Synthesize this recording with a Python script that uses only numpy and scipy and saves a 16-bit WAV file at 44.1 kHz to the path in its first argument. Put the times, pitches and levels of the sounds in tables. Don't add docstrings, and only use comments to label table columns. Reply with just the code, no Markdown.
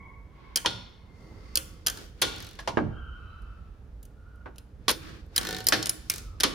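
import sys
import numpy as np
from scipy import signal
from scipy.fft import rfft, irfft, next_fast_len
from scipy.io import wavfile
from scipy.ndimage import map_coordinates

SR = 44100
rng = np.random.default_rng(int(sys.argv[2]) if len(sys.argv) > 2 else 0)


def store_wav(level_fs):
    pcm = np.round(np.clip(np.atleast_2d(level_fs), -1, 1) * 32767)
    wavfile.write(sys.argv[1], SR, pcm.T.astype(np.int16))


N = 288414
HIT_SIZE = 16384
HIT_T, LONG_T = np.arange(HIT_SIZE) / SR, np.arange(SR) / SR


def amp(db):
    return 10 ** (np.asarray(db) / 20)


def unit(x):
    return x / np.sqrt(np.mean(x ** 2) + 1e-20)


def unit_energy(x):
    return unit(x) / np.sqrt(x.shape[-1])


def curve(points, hz):
    freqs, values = np.transpose(points)
    return np.interp(np.log(hz + 1), np.log(freqs + 1), values)


def above(hz, edge_hz):
    return hz ** 4 / (hz ** 4 + edge_hz ** 4)


def bell(hz, centre, half_width, height):
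    return height / (1 + ((hz - centre) / half_width) ** 2)


def peaks(table, hz):
    return sum(bell(hz, centre, width, db) for centre, width, db in table)


def bands(table, hz):
    return sum(bell(hz, centre, width, amp(db)) for centre, width, db in table)


def fade(t, t60):
    return np.exp(-np.log(1000) * t / t60)


def swell(s, db, rise, release):
    t = np.arange(N) / SR - s
    away = np.maximum(-t / rise, t / release)
    return amp(db - 23.5 * np.abs(away) ** 1.86)


def wobble(rate):
    knots = rng.standard_normal(int(N * rate / SR) + 4)
    return map_coordinates(knots, [np.arange(N) * rate / SR])


def stereo_noise(size, width):
    mid, side = rng.standard_normal((2, size))
    return unit(np.array([mid + width * side, mid - width * side]))


def filtered(x, response):
    size = x.shape[-1]
    padded = next_fast_len(size + 4096)
    return irfft(rfft(x, padded) * response(np.fft.rfftfreq(padded, 1 / SR)), padded)[..., :size]


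def noise_bed(response, width):
    return unit(filtered(stereo_noise(N, width), response))


def coloured(x, eq_db):
    cepstrum = irfft(np.log(amp(eq_db(np.fft.rfftfreq(HIT_SIZE, 1 / SR))) + 1e-5))
    cepstrum[1:HIT_SIZE // 2] *= 2
    cepstrum[HIT_SIZE // 2 + 1:] = 0
    return unit_energy(irfft(rfft(x) * np.exp(rfft(cepstrum))))


def dense_ring(decay, width, size=HIT_SIZE):
    noise, t = stereo_noise(size, width), np.arange(size) / SR
    centres, t60s = np.transpose(decay)
    split = [filtered(noise, lambda hz: curve(np.c_[centres, solo], hz)) for solo in np.eye(len(decay))]
    return sum(band * fade(t, t60) / np.sqrt(t60) for band, t60 in zip(split, t60s))


def ring(modes, spread):
    hz, db, t60 = np.transpose(modes)[:, :, None]
    strength, start, skew, detune = rng.standard_normal((4, len(modes), 1))
    envelope = amp(db + 3.2 * strength) * fade(HIT_T, t60)
    phase = 2 * np.pi * (hz * (1 + 0.0092 * detune) * HIT_T + start)
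    channels = [(envelope * np.sin(phase + side * spread * skew)).sum(0) for side in (1, -1)]
    return unit_energy(np.array(channels))


def add(track, s, sound, rise):
    start = round(s * SR)
    attack = 1 - np.exp(-np.arange(sound.shape[-1]) / SR / rise)
    part = (sound * attack)[..., :N - start]
    track[..., start:start + part.shape[-1]] += part


# (frequency [Hz], gain [dB])
RUMBLE_EQ = [(13, -30), (22, -16.5), (38, -3.5), (59, 0.5), (123, -11.5), (193, -15), (349, -24),
             (500, -23.5), (691, -49), (900, -40.5), (1170, -72), (1980, -120)]
HISS_EQ = [(350, -15), (600, -5), (1030, -11.5), (1390, -11.5), (1700, -14), (1880, -16.5), (1960, -19),
           (4840, -27), (16000, -37)]
# (time [s], level [dB], rise [s], release [s])
HANDLING_SWELLS = [(2.9, -42, 0.22, 0.9), (3.751, -48, 0.81, 0.9), (4.6, -54, 0.83, 0.44),
                   (5.58, -52, 0.42, 0.22), (6.3, -45, 0.48, .5)]


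def room_and_handling():
    rumble = noise_bed(lambda hz: amp(curve(RUMBLE_EQ, hz)), width=0.17)
    handling = noise_bed(lambda hz: amp(curve(RUMBLE_EQ, hz)) * (1 - above(hz, 120)), width=0.15)
    hiss = noise_bed(lambda hz: amp(curve(HISS_EQ, hz)), width=0.65)
    swells = sum(swell(*row) for row in HANDLING_SWELLS)
    drift = amp(2 * wobble(rate=2))
    return drift * (amp(-49.5) * rumble + swells * handling) + amp(-66.5) * hiss


# (time [s], level [dB], rise [s], release [s], pitch [Hz], glide [Hz/s],
# skirt width [Hz], clear tone [dB], octave [dB], third partial [dB])
SQUEALS = [(.01, -54.5, 0.9, 0.23, 1119, -11, 70.3, -8, -0.5, -23.5),
           (0.499, -60.5, 0.4, 0.8, 1118, -20, 100, -15, -4.5, -17.5),
           (1.3, -70.5, .45, 0.4, 1068, -70, 90.2, -16.5, 3, -18),
           (2.96, -53.5, .08, 0.56, 1603, -170, 100, -10.5, -6.5, -40),
           (2.96, -56.5, 0.088, 0.81, 1394, -17.5, 109, -12.5, -15.5, -42),
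           (3.25, -59, 0.15, 0.57, 1347, -19, 80, -8, -12.5, -27.5),
           (3.32, -66.5, 0.13, 0.16, 1333, -31, 35.2, -2.5, -10, -12),
           (3.359, -64.5, 0.27, 0.31, 1544, -0.5, 50.64, -3, -10, -31),
           (4.361, -63.5, 0.31, 0.27, 1503, 60, 110, -21, -22, -30),
           (6.29, -61.5, 0.23, 0.38, 1338, -600, 110, -14.5, -19, -34)]


def whine():
    t, track = np.arange(N) / SR, np.zeros(N)
    for s, db, rise, release, pitch_hz, glide, width_hz, clear_db, octave_db, third_db in SQUEALS:
        on = np.abs(t - s) < 1.6
        envelope = swell(s, db, rise, release)[on]
        gliding_hz = pitch_hz + glide * np.clip(t - s, -rise, release)
        jitter = 1 + 0.0064 * wobble(rate=60)
        phase = 2 * np.pi * np.cumsum((gliding_hz * jitter)[on]) / SR
        clear = np.sqrt(2) * amp(clear_db + 1.5 * wobble(rate=35)[on])
        skirt = lambda hz: (1 - above(hz, 380)) / np.hypot(1, hz / width_hz)
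        for order, partial_db in enumerate((0, octave_db, third_db), 1):
            noise = unit(filtered(rng.standard_normal(N)[on], skirt))
            slip = signal.hilbert(noise, next_fast_len(len(noise)))[:len(noise)]
            partial = np.real((slip + clear) * np.exp(-1j * order * phase))
            track[on] += envelope * amp(partial_db) * partial
    return np.array([track, track])


# (frequency [Hz], gain [dB])
SCRAPE_EQ = [(300, 8.5), (700, -5.5), (1400, 2.5), (2200, 2), (3300, -5), (4800, -5), (7500, -17.5),
             (10000, -20.5), (16000, -28)]
# (frequency [Hz], half width [Hz], gain [dB])
SCRAPE_PEAKS = [(330, 30, 6), (1340, 150, 0), (2070, 130, -6), (2680, 220, -1), (3570, 150, 2.5),
                (4707, 320, -1.5)]
SINGING_PEAKS = [(1120, 43, 2.5), (1320, 60, 0), (2080, 75, -1.5), (2680, 36, -9.5), (3610, 60, -13.5),
                 (4550, 110, -4), (5230, 110, -8.5), (6400, 410, -18)]
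# (time [s], level [dB], rise [s], release [s], brightness [dB], singing [dB])
WIPES = [(.45, -58, 0.19, 0.91, -23, -25.5), (1.24, -72, 0.18, 0.22, 15.5, 5),
         (1.501, -59.5, 0.25, 0.59, 4, -0.5), (2.0, -50.5, 0.15, 0.13, 11.5, -22),
         (2.35, -46.5, 0.22, 0.21, 3, -28), (2.651, -56.5, 0.22, 0.28, 3, -25),
         (3.25, -66, 0.37, 1, -7, -17), (5.07, -46, 0.24, 0.21, 0, -14.5),
         (5.44, -41.5, 0.12, 0.1, 2.5, -10), (5.899, -77, 0.48, 0.5, 4, -3),
         (6.18, -58.5, 0.23, 0.14, 16.5, -7), (6.54, -43, 0.16, 0.25, 1, -20)]


def rub():
    scrape = noise_bed(lambda hz: amp(curve(SCRAPE_EQ, hz) + peaks(SCRAPE_PEAKS, hz)), width=1.0)
    edge = filtered(scrape, lambda hz: above(hz, 5023))
    singing = noise_bed(lambda hz: bands(SINGING_PEAKS, hz), width=0.72)
    track = np.zeros((2, N))
    for s, db, rise, release, bright_db, singing_db in WIPES:
        texture = scrape + (amp(bright_db) - 1) * edge + amp(singing_db) * singing
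        track += swell(s, db, rise, release) * texture
    return amp(0.69 * wobble(rate=110)) * track


# (frequency [Hz], gain [dB])
SNAP_EQ = [(70, -32.5), (170, -10.5), (320, -13), (1120, -12.5), (1600, -6.5), (2000, -11), (2600, -9.5),
           (3080, -2.5), (3500, -6.5), (4910, -1.5), (8360, -1), (9550, 1), (12100, -7.5), (14500, 1.5),
           (16000, -10)]
# (frequency [Hz], t60 [s])
SNAP_DECAY = [(500, 0.1), (1500, 0.18), (5000, 0.038), (12000, 0.025)]
# (pitch [ratio to its ring], level [dB], t60 [s])
FINGER_MODES = [(.62, -15.5, 0.02), (1, 2.5, 0.018), (1.122, 1, 0.011)]
# (frequency [Hz], level [dB], t60 [s])
FRAME_MODES = [(319.8, -3, 0.39), (461.3, -0.5, 0.11), (533, -5, 0.17), (1125, 1, 0.12), (1462, -2.5, 0.2),
               (1604, -3.5, 0.12), (2456, -3, 0.09), (3034, 3.5, 0.055), (3620, -7.5, 0.25),
               (4230, -1.5, 0.11), (4730, 3.5, .06), (5290, -3, 0.083)]


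def contact(db, sparkle_db, ring_hz, tip_hz, holder_hz, holder_db, frame_db=-22.5):
    spot_db = 3 * rng.standard_normal(64)
    ripple = lambda hz: np.interp(hz / 400, np.arange(len(spot_db)), spot_db)
    metal = lambda hz: bell(hz, tip_hz, 400, 3.5) + bell(hz, holder_hz, 280, holder_db)
    eq = lambda hz: curve(SNAP_EQ, hz) + sparkle_db * above(hz, 7500) + metal(hz) + ripple(hz)
    impact = amp(-2.5) * unit_energy(stereo_noise(HIT_SIZE, width=0.2) * fade(HIT_T, t60=0.011))
    body = unit_energy(dense_ring(SNAP_DECAY, width=0.23))
    crack = coloured(impact + body, eq)
    finger_db = np.interp(db, [-35, -15], [-20, -6])
    finger = amp(finger_db) * ring(np.array(FINGER_MODES) * [ring_hz, 1, 1], spread=0.5)
    frame = amp(frame_db) * ring(FRAME_MODES, spread=0.39)
    return amp(db + 15.5) * np.array([crack + finger + frame, crack + frame])


# (time [s], level [dB], sparkle [dB], ring [Hz], tip ring [Hz], holder ring [Hz],
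# holder boost [dB], flight [s], seating over snap [dB], seat ring [Hz])
SNAPS = [(0.5585, -8.5, -2, 5070, 9250, 3150, 6.5, 0.013, -5.5, 4980),
         (1.5555, -9, 0.5, 4490, 12340, 1900, 0.5, 0.017, -1, 4400),
         (1.864, -17, -7, 4640, 9430, 1580, 3.5, 0.018, 1.5, 3950),
         (1.869, -8, -3, 5300, 10770, 1650, 6.5, 0.03, -12, 6250),
         (2.2164, -14.5, 1.5, 4435, 12220, 3000, 3, .0105, -1, 5230),
         (4.0291, -39.5, 11, 3887, 11700, 2500, 1.5, 0.023, -2.5, 3890),
         (4.559, -48, -4.5, 3580, 2750, 2600, 5.5, 0.023, 13, 3400),
         (4.9029, -14.5, 5, 5270, 9700, 1700, 1, 0.0085, -1.5, 3950),
         (5.363, -11, -0.5, 4900, 9440, 1850, 14, .0156, 3, 3920),
         (5.668, -7.5, 2, 4950, 10450, 1850, 9.5, 0.018, 1, 6700),
         (5.8577, -16.5, -5.5, 4940, 9600, 2100, 5.5, 0.011, -3, 4530),
         (6.401, -19, -8, 4700, 9020, 1900, 8, 0.0047, 7, 4530)]
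# (time [s], level [dB], sparkle [dB], ring [Hz], tip ring [Hz], holder ring [Hz],
# holder boost [dB])
CLICKS = [(0.5664, -25, 3, 5000, 12500, 3150, 4), (1.9727, -30.5, -13, 3150, 9300, 1600, 14),
          (2.6015, -39, 9.5, 4490, 14400, 1700, 2), (3.42, -54, 0, 4500, 9360, 2500, 1),
          (4.357, -60, 3, 4430, 11000, 2500, 2), (5.263, -56.5, 3.5, 4400, 13050, 2500, 4.5),
          (5.3608, -17, -8.5, 3930, 9270, 1800, 3), (5.6427, -32, 4, 4600, 12400, 1800, 0),
          (5.827, -17, -8.5, 4800, 8910, 2200, 3), (5.8934, -9, 3.5, 5300, 9460, 1850, 1),
          (6.0986, -8, 2, 5380, 8840, 2200, 13.5), (6.4339, -13.5, 3.5, 5980, 13720, 1800, 6)]


def snaps():
    track = np.zeros((2, 2, N))
    for s, db, sparkle_db, ring_hz, *tip_and_holder, flight_s, seat_db, seat_hz in SNAPS:
        add(track, s, contact(db, sparkle_db, ring_hz, *tip_and_holder), rise=0.00047)
        seating = contact(db + seat_db, sparkle_db - 0.5, seat_hz, *tip_and_holder, frame_db=-16)
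        add(track, s + flight_s, seating, rise=0.0005)
    for s, *click in CLICKS:
        add(track, s, contact(*click), rise=0.00062)
    return track


# (frequency [Hz], gain [dB])
KNOCK_EQ = [(41, -31.5), (70, -1.5), (309, 0), (671, -12.5), (1120, -13), (1390, -22.5), (1660, -22),
            (2240, -23.5), (5770, -37), (6290, -40), (12000, -54.5), (15600, -105), (22000, -120)]
# (frequency [Hz], t60 [s])
KNOCK_DECAY = [(120, 0.42), (400, 0.21), (1200, 0.11), (6000, 0.12)]
# (time [s], level [dB], thump [dB], edge [dB], ring [Hz], panel boom [dB])
KNOCKS = [(0.648, -19.5, -28.5, 5, 938, -18), (2.589, -29, -43.5, 14, 1670, -50),
          (2.675, -16, -23, 12, 946, -17.5), (2.771, -8.5, -5, -11, 1566, -21),
          (2.838, -17, 17.5, -25.5, 100, -31), (4.458, -30, -11.5, -10, 1520, -46.5)]


def knocks():
    track = np.zeros((2, N))
    for s, db, thump_db, edge_db, ring_hz, boom_db in KNOCKS:
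        shelves = lambda hz: thump_db * (1 - above(hz, 360)) + edge_db * above(hz, 2874)
        eq = lambda hz: curve(KNOCK_EQ, hz) + bell(hz, ring_hz, 150, 13) + shelves(hz)
        blow = coloured(dense_ring(KNOCK_DECAY, width=0.51), eq)
        add(track, s, amp(db + 19.5) * blow, rise=0.00042)
        add(track, s, amp(boom_db + 23.5) * panel_boom(), rise=0.11)
    return track


# (frequency [Hz], half width [Hz], gain [dB])
PANEL_PEAKS = [(104.9, 11, 5.5), (176, 18, -0.5), (244, 16, -11), (322, 8.3, -11)]


def panel_boom():
    rumble = filtered(stereo_noise(SR, width=0.2), lambda hz: bands(PANEL_PEAKS, hz))
    return unit_energy(rumble * fade(LONG_T, t60=0.5))


# (frequency [Hz], gain [dB])
CLACK_EQ = [(53, -41.5), (90, -12.5), (296, 4.5), (521, -3), (690, -8.5), (1440, -4), (2130, -8),
            (2650, -9), (3220, -5.5), (3830, -8.5), (5180, -6), (6300, -11), (8000, -19), (10100, -17),
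            (16000, -42)]
# (frequency [Hz], t60 [s])
CLACK_DECAY = [(150, 0.19), (400, 0.2), (1200, 0.099), (4000, 0.14), (12000, 0.033)]
# (time [s], level [dB], crack [dB], thump [dB], sparkle [dB], after-ring [dB],
# spring buzz [dB], arm ring [Hz], arm boost [dB], frame ring [dB])
CLACKS = [(0.6593, -10, 3.5, -8, 2.5, -4, -7, 3335, 9.5, 2.5),
          (2.2191, -6.5, -5.5, -7, 12, -3, -10, 3420, 7, -2.5),
          (4.881, -5.5, -5.5, -8.5, 5.5, -28.5, -27.5, 4190, 2, 6),
          (4.890, -6.5, -7, -12, 17.5, -35.5, -22, 483, 7.5, -3.5),
          (5.723, -4, -5, -12.5, -6, -5.5, -26, 1730, 6.5, 4.5),
          (5.733, -11, -8, -2.5, 13, 0, -16, 312, 9.5, 2), (6.434, -5, -3.5, -22, 14, -9, -17, 1110, 2, -2),
          (6.438, -8.5, -11, 0, -16, -6.5, -19, 286, 1, 5.5)]


def clacks():
    track, send = np.zeros((2, 2, N))
    for s, db, crack_db, thump_db, sparkle_db, after_db, spring_db, arm_hz, arm_db, frame_db in CLACKS:
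        shelves = lambda hz: thump_db * (1 - above(hz, 420)) + sparkle_db * above(hz, 9300)
        eq = lambda hz: curve(CLACK_EQ, hz) + bell(hz, arm_hz, 0.11 * arm_hz, arm_db) + shelves(hz)
        blow = amp(db + 14.5) * coloured(dense_ring(CLACK_DECAY, width=0.57), eq)
        burst = stereo_noise(HIT_SIZE, width=0.35) * fade(HIT_T, t60=0.017)
        crack = amp(db + crack_db + 14.5) * coloured(burst, lambda hz: eq(hz) + 6 * above(hz, 1500))
        frame = amp(db + frame_db) * ring(FRAME_MODES, spread=0.21)
        add(track, s, blow + crack + frame, rise=0.00074)
        add(track, s, amp(db + after_db + 10.5) * panel_boom(), rise=0.11)
        add(track, s, amp(db + spring_db + 15) * spring_buzz(), rise=0.0018)
        add(send, s, amp(after_db) * blow, rise=0.00078)
    return track, send


# (frequency [Hz], gain [dB])
SPRING_EQ = [(2000, -18.5), (2700, -13), (3200, -6.5), (3600, -1), (3880, -4), (4350, -3.5), (4950, -12.5),
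             (5600, -12.5), (7500, -36.5)]
# (frequency [Hz], half width [Hz], gain [dB])
COIL_PEAKS = [(2500, 40, 11), (3400, 50, 6.5), (3610, 35, 6), (4273, 40, 5), (4394, 30, 7), (5330, 50, 4.5)]


def spring_buzz():
    response = lambda hz: amp(curve(SPRING_EQ, hz) + peaks(COIL_PEAKS, hz))
    coils = filtered(stereo_noise(SR, width=0.27), response)
    return unit_energy(coils * (1.4 * fade(LONG_T, t60=0.2) + fade(LONG_T, t60=0.68)))


# (frequency [Hz], gain [dB])
ROLL_EQ = [(80, -19), (190, 2), (450, -3), (800, -9), (1400, -24), (2200, -28.5), (5000, -52.5)]
# (time [s], level [dB], rise [s], release [s])
ROLLS = [(1.27, -57, 0.24, 0.4), (1.98, -56.5, 0.16, 0.18), (5.52, -59, 0.55, 0.4)]


def roll():
    grumble = noise_bed(lambda hz: amp(curve(ROLL_EQ, hz)), width=0.38)
    swells = sum(swell(*row) for row in ROLLS)
    return swells * amp(3.2 * wobble(rate=40)) * grumble


# (frequency [Hz], gain [dB])
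TOOTH_EQ = [(120, -50), (200, -30), (400, 4.5), (620, -5), (800, -6), (1200, -4), (1600, -3), (2700, -3.5),
            (4040, -1), (7970, -13), (16000, -19.5)]
# (frequency [Hz], level [dB], t60 [s])
WHEEL_MODES = [(322.5, -2.5, 0.25), (450, 3, 0.065), (754, -5.5, 0.36), (922, -9.5, 0.19),
               (1491, 0.5, 0.22), (1770, 5.5, 0.083), (1810, -1.5, 0.1), (2210, -8.5, 0.11), (3180, 1, .06),
               (3680, 8, 0.023), (4220, 10.5, .02), (5170, 6, .018)]
# (time [s], length [s], rate [teeth/s], loudest after [s], level [dB],
# sparkle [dB], wheel ring [dB], panel hum [dB])
RATCHET_RUNS = [(2.3604, .2, 46.6, 0.028, -30, 8, -17, -6.5), (5.412, .2, 52, 0.091, -20, 7.5, -2, -4),
                (6.117, .07, 47, 0.0053, -23, 17.5, -18, -11)]


def ratchet():
    track = np.zeros((2, N))
    falloff_db_per_s, scatter_db = 75, 1.5
    decay = [(400, 0.036), (1500, 0.094), (4500, 0.064), (12000, 0.013)]  # (frequency [Hz], t60 [s])
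    for start, length, rate, loudest, run_db, sparkle_db, wheel_db, hum_db in RATCHET_RUNS:
        eq = lambda hz: curve(TOOTH_EQ, hz) + sparkle_db * above(hz, 5600)
        for t in np.arange(0, length, 1 / rate):
            db = run_db - falloff_db_per_s * abs(t - loudest) + scatter_db * rng.standard_normal()
            tick = coloured(dense_ring(decay, width=0.54), eq)
            wheel = amp(wheel_db) * ring(WHEEL_MODES, spread=0.28)
            add(track, start + t, amp(db + 13.5) * (tick + wheel), rise=0.00013)
            add(track, start + t, amp(db + hum_db + 13.5) * panel_boom(), rise=0.014)
    return track


# (frequency [Hz], t60 [s])
HOUSING_DECAY = [(120, 0.94), (400, 0.55), (1500, 0.61), (4000, 0.62), (9000, 0.36), (15000, 0.36)]
# (frequency [Hz], gain [dB])
HOUSING_EQ = [(100, -9), (400, 3), (800, 2), (1500, -3), (4000, -4.5), (8000, -2.5), (15000, -4.5)]
# (frequency [Hz], half width [Hz], gain [dB])
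HOUSING_PEAKS = [(1426, 28, 9.5), (2300, 50, 6.5), (3020, 68, 5), (3580, 60, 4.5), (4400, 80, 2),
                 (5330, 110, 4.5), (6550, 140, 2)]


def housing(send):
    tail = unit_energy(dense_ring(HOUSING_DECAY, width=0.83, size=SR))
    wet = signal.fftconvolve(send.mean(0)[None], tail, axes=1)[:, :N]
    return filtered(wet, lambda hz: amp(curve(HOUSING_EQ, hz) + peaks(HOUSING_PEAKS, hz)))


# (frequency [Hz], left minus right [rad])
CONTACT_PHASE = [(900, -1.4), (1350, -1.8), (2000, -1.5), (2600, -0.12)]
TREBLE_PHASE = [(5800, 0), (7000, -1.3), (8000, -3.1), (10000, -5), (11400, -6.3), (13000, -7.4),
                (15000, -9.4), (16500, -10)]
# (frequency [Hz], left minus right [dB])
BALANCE = [(60, -2.8), (250, -4.5), (500, -3.7), (1000, -1), (2000, 1.3), (4000, .4), (10000, -1.1)]


def scene():
    sides = np.array([[1], [-1]]) / 2
    phase_offset = lambda table, hz: np.exp(1j * sides * curve(table, hz))
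    frame, teeth, drive = knocks(), ratchet(), whine()
    contacts, contact_send = snaps()
    arms, arm_send = clacks()
    close_contacts = filtered(contacts, lambda hz: phase_offset(CONTACT_PHASE, hz))
    wet = housing(amp(-11) * contact_send + arm_send + amp(-10.5) * frame + amp(-4.5) * teeth + drive)
    switch = close_contacts + arms + frame + teeth + amp(-4) * drive + rub() + roll()
    mix = switch + wet + room_and_handling()
    return filtered(mix, lambda hz: amp(sides * curve(BALANCE, hz)) * phase_offset(TREBLE_PHASE, hz))


def record(dry):
    cutoff_hz = 16300
    return filtered(dry, lambda hz: 1 / np.sqrt(1 + (hz / cutoff_hz) ** 120))


dry = scene()
out = record(dry)
store_wav(out)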